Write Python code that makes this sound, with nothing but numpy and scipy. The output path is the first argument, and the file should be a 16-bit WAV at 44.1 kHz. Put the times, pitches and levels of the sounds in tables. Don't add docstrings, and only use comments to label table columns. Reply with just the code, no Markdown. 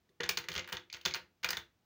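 import sys
import numpy as np
from scipy import signal
from scipy.fft import rfft, irfft
from scipy.io import wavfile
from scipy.ndimage import uniform_filter1d

SR = 44100
rng = np.random.default_rng(int(sys.argv[2]) if len(sys.argv) > 2 else 0)


def dump(signal):
    limited = np.clip(np.atleast_2d(signal).T, -1, 1)
    pcm = np.round(limited * 32767).astype(np.int16)
    wavfile.write(sys.argv[1], SR, pcm)


N = 81585
STRIKE_RISE_S = 0.0009


def from_db(db):
    return 10 ** (np.asarray(db) / 20)


def at_hz(points, hz):
    p = np.array(points)
    return np.interp(np.log(np.maximum(hz, 1)), np.log(p[:, 0]), p[:, 1])


def unit(x):
    return x / np.sqrt(np.sum(x ** 2) + 1e-20)


def coloured(x, spectrum, size=8192):
    grid_hz = np.arange(size // 2 + 1) * SR / size
    cepstrum = irfft(np.log(from_db(at_hz(spectrum, grid_hz))))
    cepstrum[1:size // 2] *= 2
    cepstrum[size // 2 + 1:] = 0
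    response = unit(irfft(np.exp(rfft(cepstrum))))
    return signal.fftconvolve(x, response)[:N]


def high_pass(x, hz):
    return signal.sosfilt(signal.butter(3, hz, "high", fs=SR, output="sos"), x)


def add(out, s, x):
    i = max(int(s * SR), 0)
    out[i:i + len(x)] += x[:len(out) - i]


def dense_ring(t60_s, size=4096, count=3):
    t = np.arange(size) / SR
    fade = (1 - np.exp(-t / STRIKE_RISE_S)) * from_db(-60 * t / t60_s)
    x = rng.standard_normal(size) * fade
    for _ in range(count):
        spectrum = rfft(x)
        x = irfft(spectrum / (np.abs(spectrum) + 1e-12))
        x = x * fade / np.sqrt(np.abs(uniform_filter1d(x * x, size=96)) + 1e-14)
    return unit(x)


def struck(times_s, levels_db, t60_s, spectrum):
    out = np.zeros(N)
    for s, db in zip(times_s, levels_db):
        add(out, s, from_db(db) * dense_ring(t60_s))
    return coloured(out, spectrum)


# (frequency [Hz], relative level [dB])
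ROOM_TONE_COLOUR = [(30, -6), (65, 0), (130, -4), (300, -10), (700, -16), (2000, -21), (6000, -26),
                    (9000, -35), (14000, -34), (15500, -26)]
ROOM_TONE_DB = -76


def room_tone():
    return from_db(ROOM_TONE_DB) * coloured(rng.standard_normal(N), ROOM_TONE_COLOUR)


# (frequency [Hz], T60 [s])
ROOM_T60 = [(100, .45), (300, .3), (800, .22), (2000, .22), (5000, .2), (15000, .17)]
# (frequency [Hz], level re direct sound [dB])
ROOM_LEVEL = [(100, 7), (300, -2.5), (800, -1), (2000, -1), (5000, -11.5), (10000, -6.5), (15000, -6)]
ROOM_RISE_S = 0.0014


def room(x, count=12):
    t, tail = np.arange(SR // 2) / SR, 0
    edges_hz = np.geomspace(45, 18000, count + 1)
    for low, high in zip(edges_hz, edges_hz[1:]):
        hz = np.sqrt(low * high)
        band = signal.butter(2, [low, high], "band", fs=SR, output="sos")
        noise = signal.sosfilt(band, rng.standard_normal(len(t)))
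        rise = 1 - np.exp(-(t / ROOM_RISE_S) ** 2)
        fade = from_db(-60 * t / at_hz(ROOM_T60, hz)) * rise
        bandwidth_gain = np.sqrt(2 * (high - low) / SR)
        tail = tail + unit(noise * fade) * bandwidth_gain * from_db(at_hz(ROOM_LEVEL, hz))
    return signal.fftconvolve(x, tail)[:N]


# (time [s], level [dB])
SHOVES = [(0.221, -49), (0.299, -55), (0.388, -56.5), (0.496, -50.5), (0.557, -42.5), (0.59, -55),
          (0.728, -47.5), (0.935, -58), (1.058, -45.5), (1.134, -56.5), (1.21, -60), (1.445, -50),
          (1.513, -53.5), (1.57, -51.5)]
# (frequency [Hz], relative level [dB], T60 [s])
DESK_MODES = [(68.6, 2, 0.15), (90.5, -4, 0.24), (120, 4, 0.072), (181, -0.5, .14)]
DESK_RISE_S = 0.013


def desk():
    out, t = np.zeros(N), np.arange(SR // 2) / SR
    rise = 1 - np.exp(-t / DESK_RISE_S)
    for s, level_db in SHOVES:
        for hz, db, t60_s in DESK_MODES:
            swing = np.sin(2 * np.pi * (hz * t + rng.random()))
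            add(out, s, from_db(level_db + db - 60 * t / t60_s) * rise * swing)
    return out


MODE_SPREAD_DB, LOAD_SHIFT = 2.5, 0.035


def box(times_s, levels_db, modes):
    out, t = np.zeros(N), np.arange(SR // 3) / SR
    for hz, db, t60_s in modes:
        fade = rng.choice([-1, 1]) * from_db(-60 * t / t60_s)
        scatter = rng.standard_normal((len(times_s), 2))
        for s, level_db, (strength, detune) in zip(times_s, levels_db, scatter):
            swing = np.sin(2 * np.pi * hz * (1 + LOAD_SHIFT * detune) * t)
            add(out, s, from_db(level_db + db + MODE_SPREAD_DB * strength) * fade * swing)
    return out


# (time [s], level [dB])
BUMPS = [(0.0902, -74.5), (0.2019, -40)]
# (frequency [Hz], relative level [dB], T60 [s])
BUMP_MODES = [(198, -6, 0.098), (307, 0.5, 0.028), (400, -1, 0.12), (492.5, 1, 0.18), (1780, 3.5, 0.0255),
              (2025, 4.5, .03)]
BUMP_LOW_HZ = 170


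def bumps():
    times_s, levels_db = np.transpose(BUMPS)
    return high_pass(box(times_s, levels_db, BUMP_MODES), BUMP_LOW_HZ)


# (frequency [Hz], relative level [dB], T60 [s])
BOTTOM_MODES = [(170.6, -1.5, 0.27), (351, 0.5, 0.42), (497.3, 3.5, 0.26)]
# (frequency [Hz], relative level [dB], T60 [s])
WALL_MODES = [(952, -5.5, .08), (1285, -10, .12), (1430, -12, .1), (1830, -2, .08), (1985, -3, .11),
              (2250, 1, .04), (3030, -5, .14), (3490, -9, .15), (4000, -9, .1)]
BOX_DB = -9


def box_ringing(times_s, knock_db, thump_db):
    walls = box(times_s, knock_db + BOX_DB, WALL_MODES)
    return walls + box(times_s, thump_db + BOX_DB, BOTTOM_MODES)


# (frequency [Hz], relative level [dB])
THUMP_COLOUR = [(60, -44.5), (150, 1.5), (260, -5), (380, 3), (500, 4), (750, -13), (2000, -27)]
THUMP_DB, THUMP_T60_S, THUMP_SPREAD_OCTAVES = 21, 0.055, 0.22


def thumps(times_s, levels_db):
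    out = np.zeros(N)
    shifts = THUMP_SPREAD_OCTAVES * rng.standard_normal(len(times_s))
    for s, db, octaves in zip(times_s, levels_db, shifts):
        colour = np.array(THUMP_COLOUR) * [2 ** octaves, 1]
        add(out, s, from_db(db + THUMP_DB) * coloured(dense_ring(THUMP_T60_S), colour))
    return out


# (frequency [Hz], relative level [dB])
KNOCK_COLOUR = [(300, -33), (700, -9.5), (950, -2.5), (1150, -6), (1400, 0), (2200, -2), (3000, -2),
                (6000, -37.5)]
KNOCK_DB, KNOCK_T60_S = 22.5, 0.032


def knocks(times_s, levels_db):
    return struck(times_s, levels_db + KNOCK_DB, KNOCK_T60_S, KNOCK_COLOUR)


JOSTLE_SETTLE_S = 0.022
JOSTLE_DB, JOSTLE_SPREAD_DB = -11, 1
JOSTLE_CENTRE_HZ, JOSTLE_SPREAD_OCTAVES = 2640, 0.95


def jostles(times_s, levels_db, count=2):
    steps = rng.uniform(0.12, 1, (len(times_s), count))
    wait_s = JOSTLE_SETTLE_S * np.cumsum(steps, axis=1)
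    strength, octaves = rng.standard_normal((2, len(times_s), count))
    settling_db = 20 * np.log10(np.exp(-0.5 * wait_s / JOSTLE_SETTLE_S))
    db = levels_db[:, None] + JOSTLE_DB + JOSTLE_SPREAD_DB * strength + settling_db
    pitches_hz = JOSTLE_CENTRE_HZ * 2 ** (JOSTLE_SPREAD_OCTAVES * octaves)
    return clacks((times_s[:, None] + wait_s).ravel(), db.ravel(), pitches_hz.ravel())


# (frequency [Hz], relative level [dB])
TICK_COLOUR = [(5000, -14.5), (7500, -5.5), (9500, -9.5), (12500, -10), (14200, -11), (15200, 7.5),
               (15700, -2), (16500, -20.5)]
TICK_DB, TICK_T60_S = 11.5, 0.015


def ticks(times_s, levels_db):
    return struck(times_s, levels_db + TICK_DB, TICK_T60_S, TICK_COLOUR)


BARREL_DB, BARREL_T60_S = 7.5, 0.012
BARREL_SPREAD = 0.07


def barrels(times_s, levels_db, pitches_hz, size=2048, count=3):
    out, t = np.zeros(N), np.arange(size) / SR
    fade = (1 - np.exp(-t / STRIKE_RISE_S)) * from_db(-60 * t / BARREL_T60_S)
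    weights = np.hanning(count + 2)[1:-1]
    for s, db, hz in zip(times_s, levels_db, pitches_hz):
        offsets = np.linspace(-1, 1, count) + (rng.random(count) - 1 / 2)
        modes_hz = hz * (1 + BARREL_SPREAD * offsets)
        phases = rng.random((count, 1))
        swing = weights @ np.sin(2 * np.pi * (modes_hz[:, None] * t + phases))
        add(out, s, from_db(db + BARREL_DB) * unit(swing * fade))
    return out


# (frequency [Hz], relative level [dB])
CLACK_COLOUR = [(1200, -39), (2300, -8), (3200, -2), (4400, 2.5), (5700, -1.5), (6600, 4), (7800, -19),
                (12000, -44)]
CLACK_DB, CLACK_T60_S = 8.5, 0.023
FOCUS_DB_PER_OCTAVE = 6
LIGHT_BELOW_DB, LIGHT_FOCUS = -31, 0.6


def clacks(times_s, levels_db, pitches_hz):
    out, grid_hz = np.zeros(N), np.geomspace(300, 18000, 60)
    for s, db, hz in zip(times_s, levels_db, pitches_hz):
        focus = FOCUS_DB_PER_OCTAVE + LIGHT_FOCUS * np.clip(LIGHT_BELOW_DB - db, 0, 10)
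        colour_db = at_hz(CLACK_COLOUR, grid_hz) - focus * np.abs(np.log2(grid_hz / hz))
        ring = dense_ring(CLACK_T60_S, size=2048)
        clack = coloured(ring, np.c_[grid_hz, colour_db], size=2048)
        add(out, s, from_db(db + CLACK_DB) * clack)
    return out


# (time [s], level [dB], barrel pitch [Hz], thump [dB], wall knock [dB], tick [dB])
CONTACTS = [(0.092, -62.5, 3600, -6.5, -28, -43), (0.2047, -27, 1865, -21, -9.5, -42),
            (0.2328, -25.5, 3450, -20.5, -12.5, -25), (0.2386, -25.5, 1810, -40, -18.5, -37),
            (0.2573, -59, 2310, -20, 15, -4), (0.2907, -17.5, 4920, -34, -18.5, -8.5),
            (0.293, -15.5, 2380, -31, -20, -10), (0.3722, -16.5, 4280, -30.5, -18, -16.5),
            (0.3852, -39.5, 3330, -30, -10, 0), (0.4398, -37, 2000, -18.5, -14, -45),
            (0.4854, -23.5, 2020, -39, -18.5, -14.5), (0.4919, -37.5, 2060, -9.5, -17, -32),
            (0.5169, -29.5, 3220, -36, -17.5, -18), (0.5287, -35, 4400, -27, -42, -13),
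            (0.5389, -35, 3040, -51, -11, -7), (0.5516, -27.5, 2650, -31.5, -13, -15),
            (0.5611, -23.5, 3130, -22.5, -15.5, -30), (0.578, -22.5, 2150, -23.5, -22, -20.5),
            (0.5817, -38, 2120, -23, -1, -35), (0.592, -25, 2760, -33.5, -52, -48),
            (0.6435, -38.5, 2330, -39.5, -14, -45), (0.6752, -41, 1850, -31, -7.5, -4.5),
            (0.6878, -38.5, 1670, -28, -11.5, -10), (0.6967, -42, 1800, -18.5, -7, -8),
            (0.7217, -39.5, 1710, -17, -1.5, -3), (0.7255, -23, 3216, -23, -15.5, -16),
            (0.7298, -35, 3130, -28, -5, -2), (0.7482, -37, 3380, -20.5, -11.5, -30),
            (0.7687, -29.5, 3365, -38, -14, -27.5), (0.8993, -38, 2240, -45.5, -30.5, -40.5),
            (0.927, -29, 4590, -39.5, -24.5, -15.5), (0.9382, -30, 2530, -52, -25.5, -25.5),
            (0.9446, -33.5, 2180, -25.5, -14, -24.5), (0.9681, -44, 1900, -23.5, -9.5, -8),
            (1.0123, -40, 3130, -38.5, -22, -14), (1.052, -18.5, 4600, -35.5, -18, -19.5),
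            (1.058, -15, 3533, -28.5, -17, -15.5), (1.0745, -38, 2930, -23, -19, -25),
            (1.091, -36, 3840, -22.5, -25.5, -20), (1.1095, -30.5, 2140, -42, -22.5, -28),
            (1.1187, -37, 4230, -43, -19, -36), (1.138, -21.5, 4660, -53, -25, -35),
            (1.1442, -25, 4380, -58, -12, -15), (1.153, -34.5, 1900, -20, -4, -4),
            (1.1617, -34, 2860, -19.5, -15, -16.5), (1.4304, -37.5, 2020, -29, -11, -10),
            (1.4347, -27.5, 1970, -28.5, -16, -28.5), (1.4443, -18, 2327, -30.5, -13.5, -13.5),
            (1.4883, -22.5, 5100, -29, -14.5, -13.5), (1.5048, -20, 4690, -38, -16.5, -5.5),
            (1.5301, -24.5, 1904, -28.5, -13, -29), (1.5696, -24, 3528, -30.5, -14.5, -12.5)]


def scene():
    s, db, hz, thump, knock, tick = np.transpose(CONTACTS)
    thump_db, knock_db, tick_db = db + thump, db + knock, db + tick
    markers = clacks(s, db, hz) + barrels(s, db, hz) + ticks(s, tick_db)
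    shell = knocks(s, knock_db) + thumps(s, thump_db)
    clatter = markers + shell + jostles(s, db)
    ringing = box_ringing(s, knock_db, thump_db)
    return (clatter + room(clatter) + ringing + bumps() + desk() + room_tone())[None]


MIC_LOW_HZ, CUTOFF_HZ = 55.6, 16100


def record(dry):
    top = signal.ellip(10, 0.2, 70, CUTOFF_HZ, fs=SR, output="sos")
    return signal.sosfilt(top, high_pass(dry, MIC_LOW_HZ))


dry = scene()
out = record(dry)
dump(out)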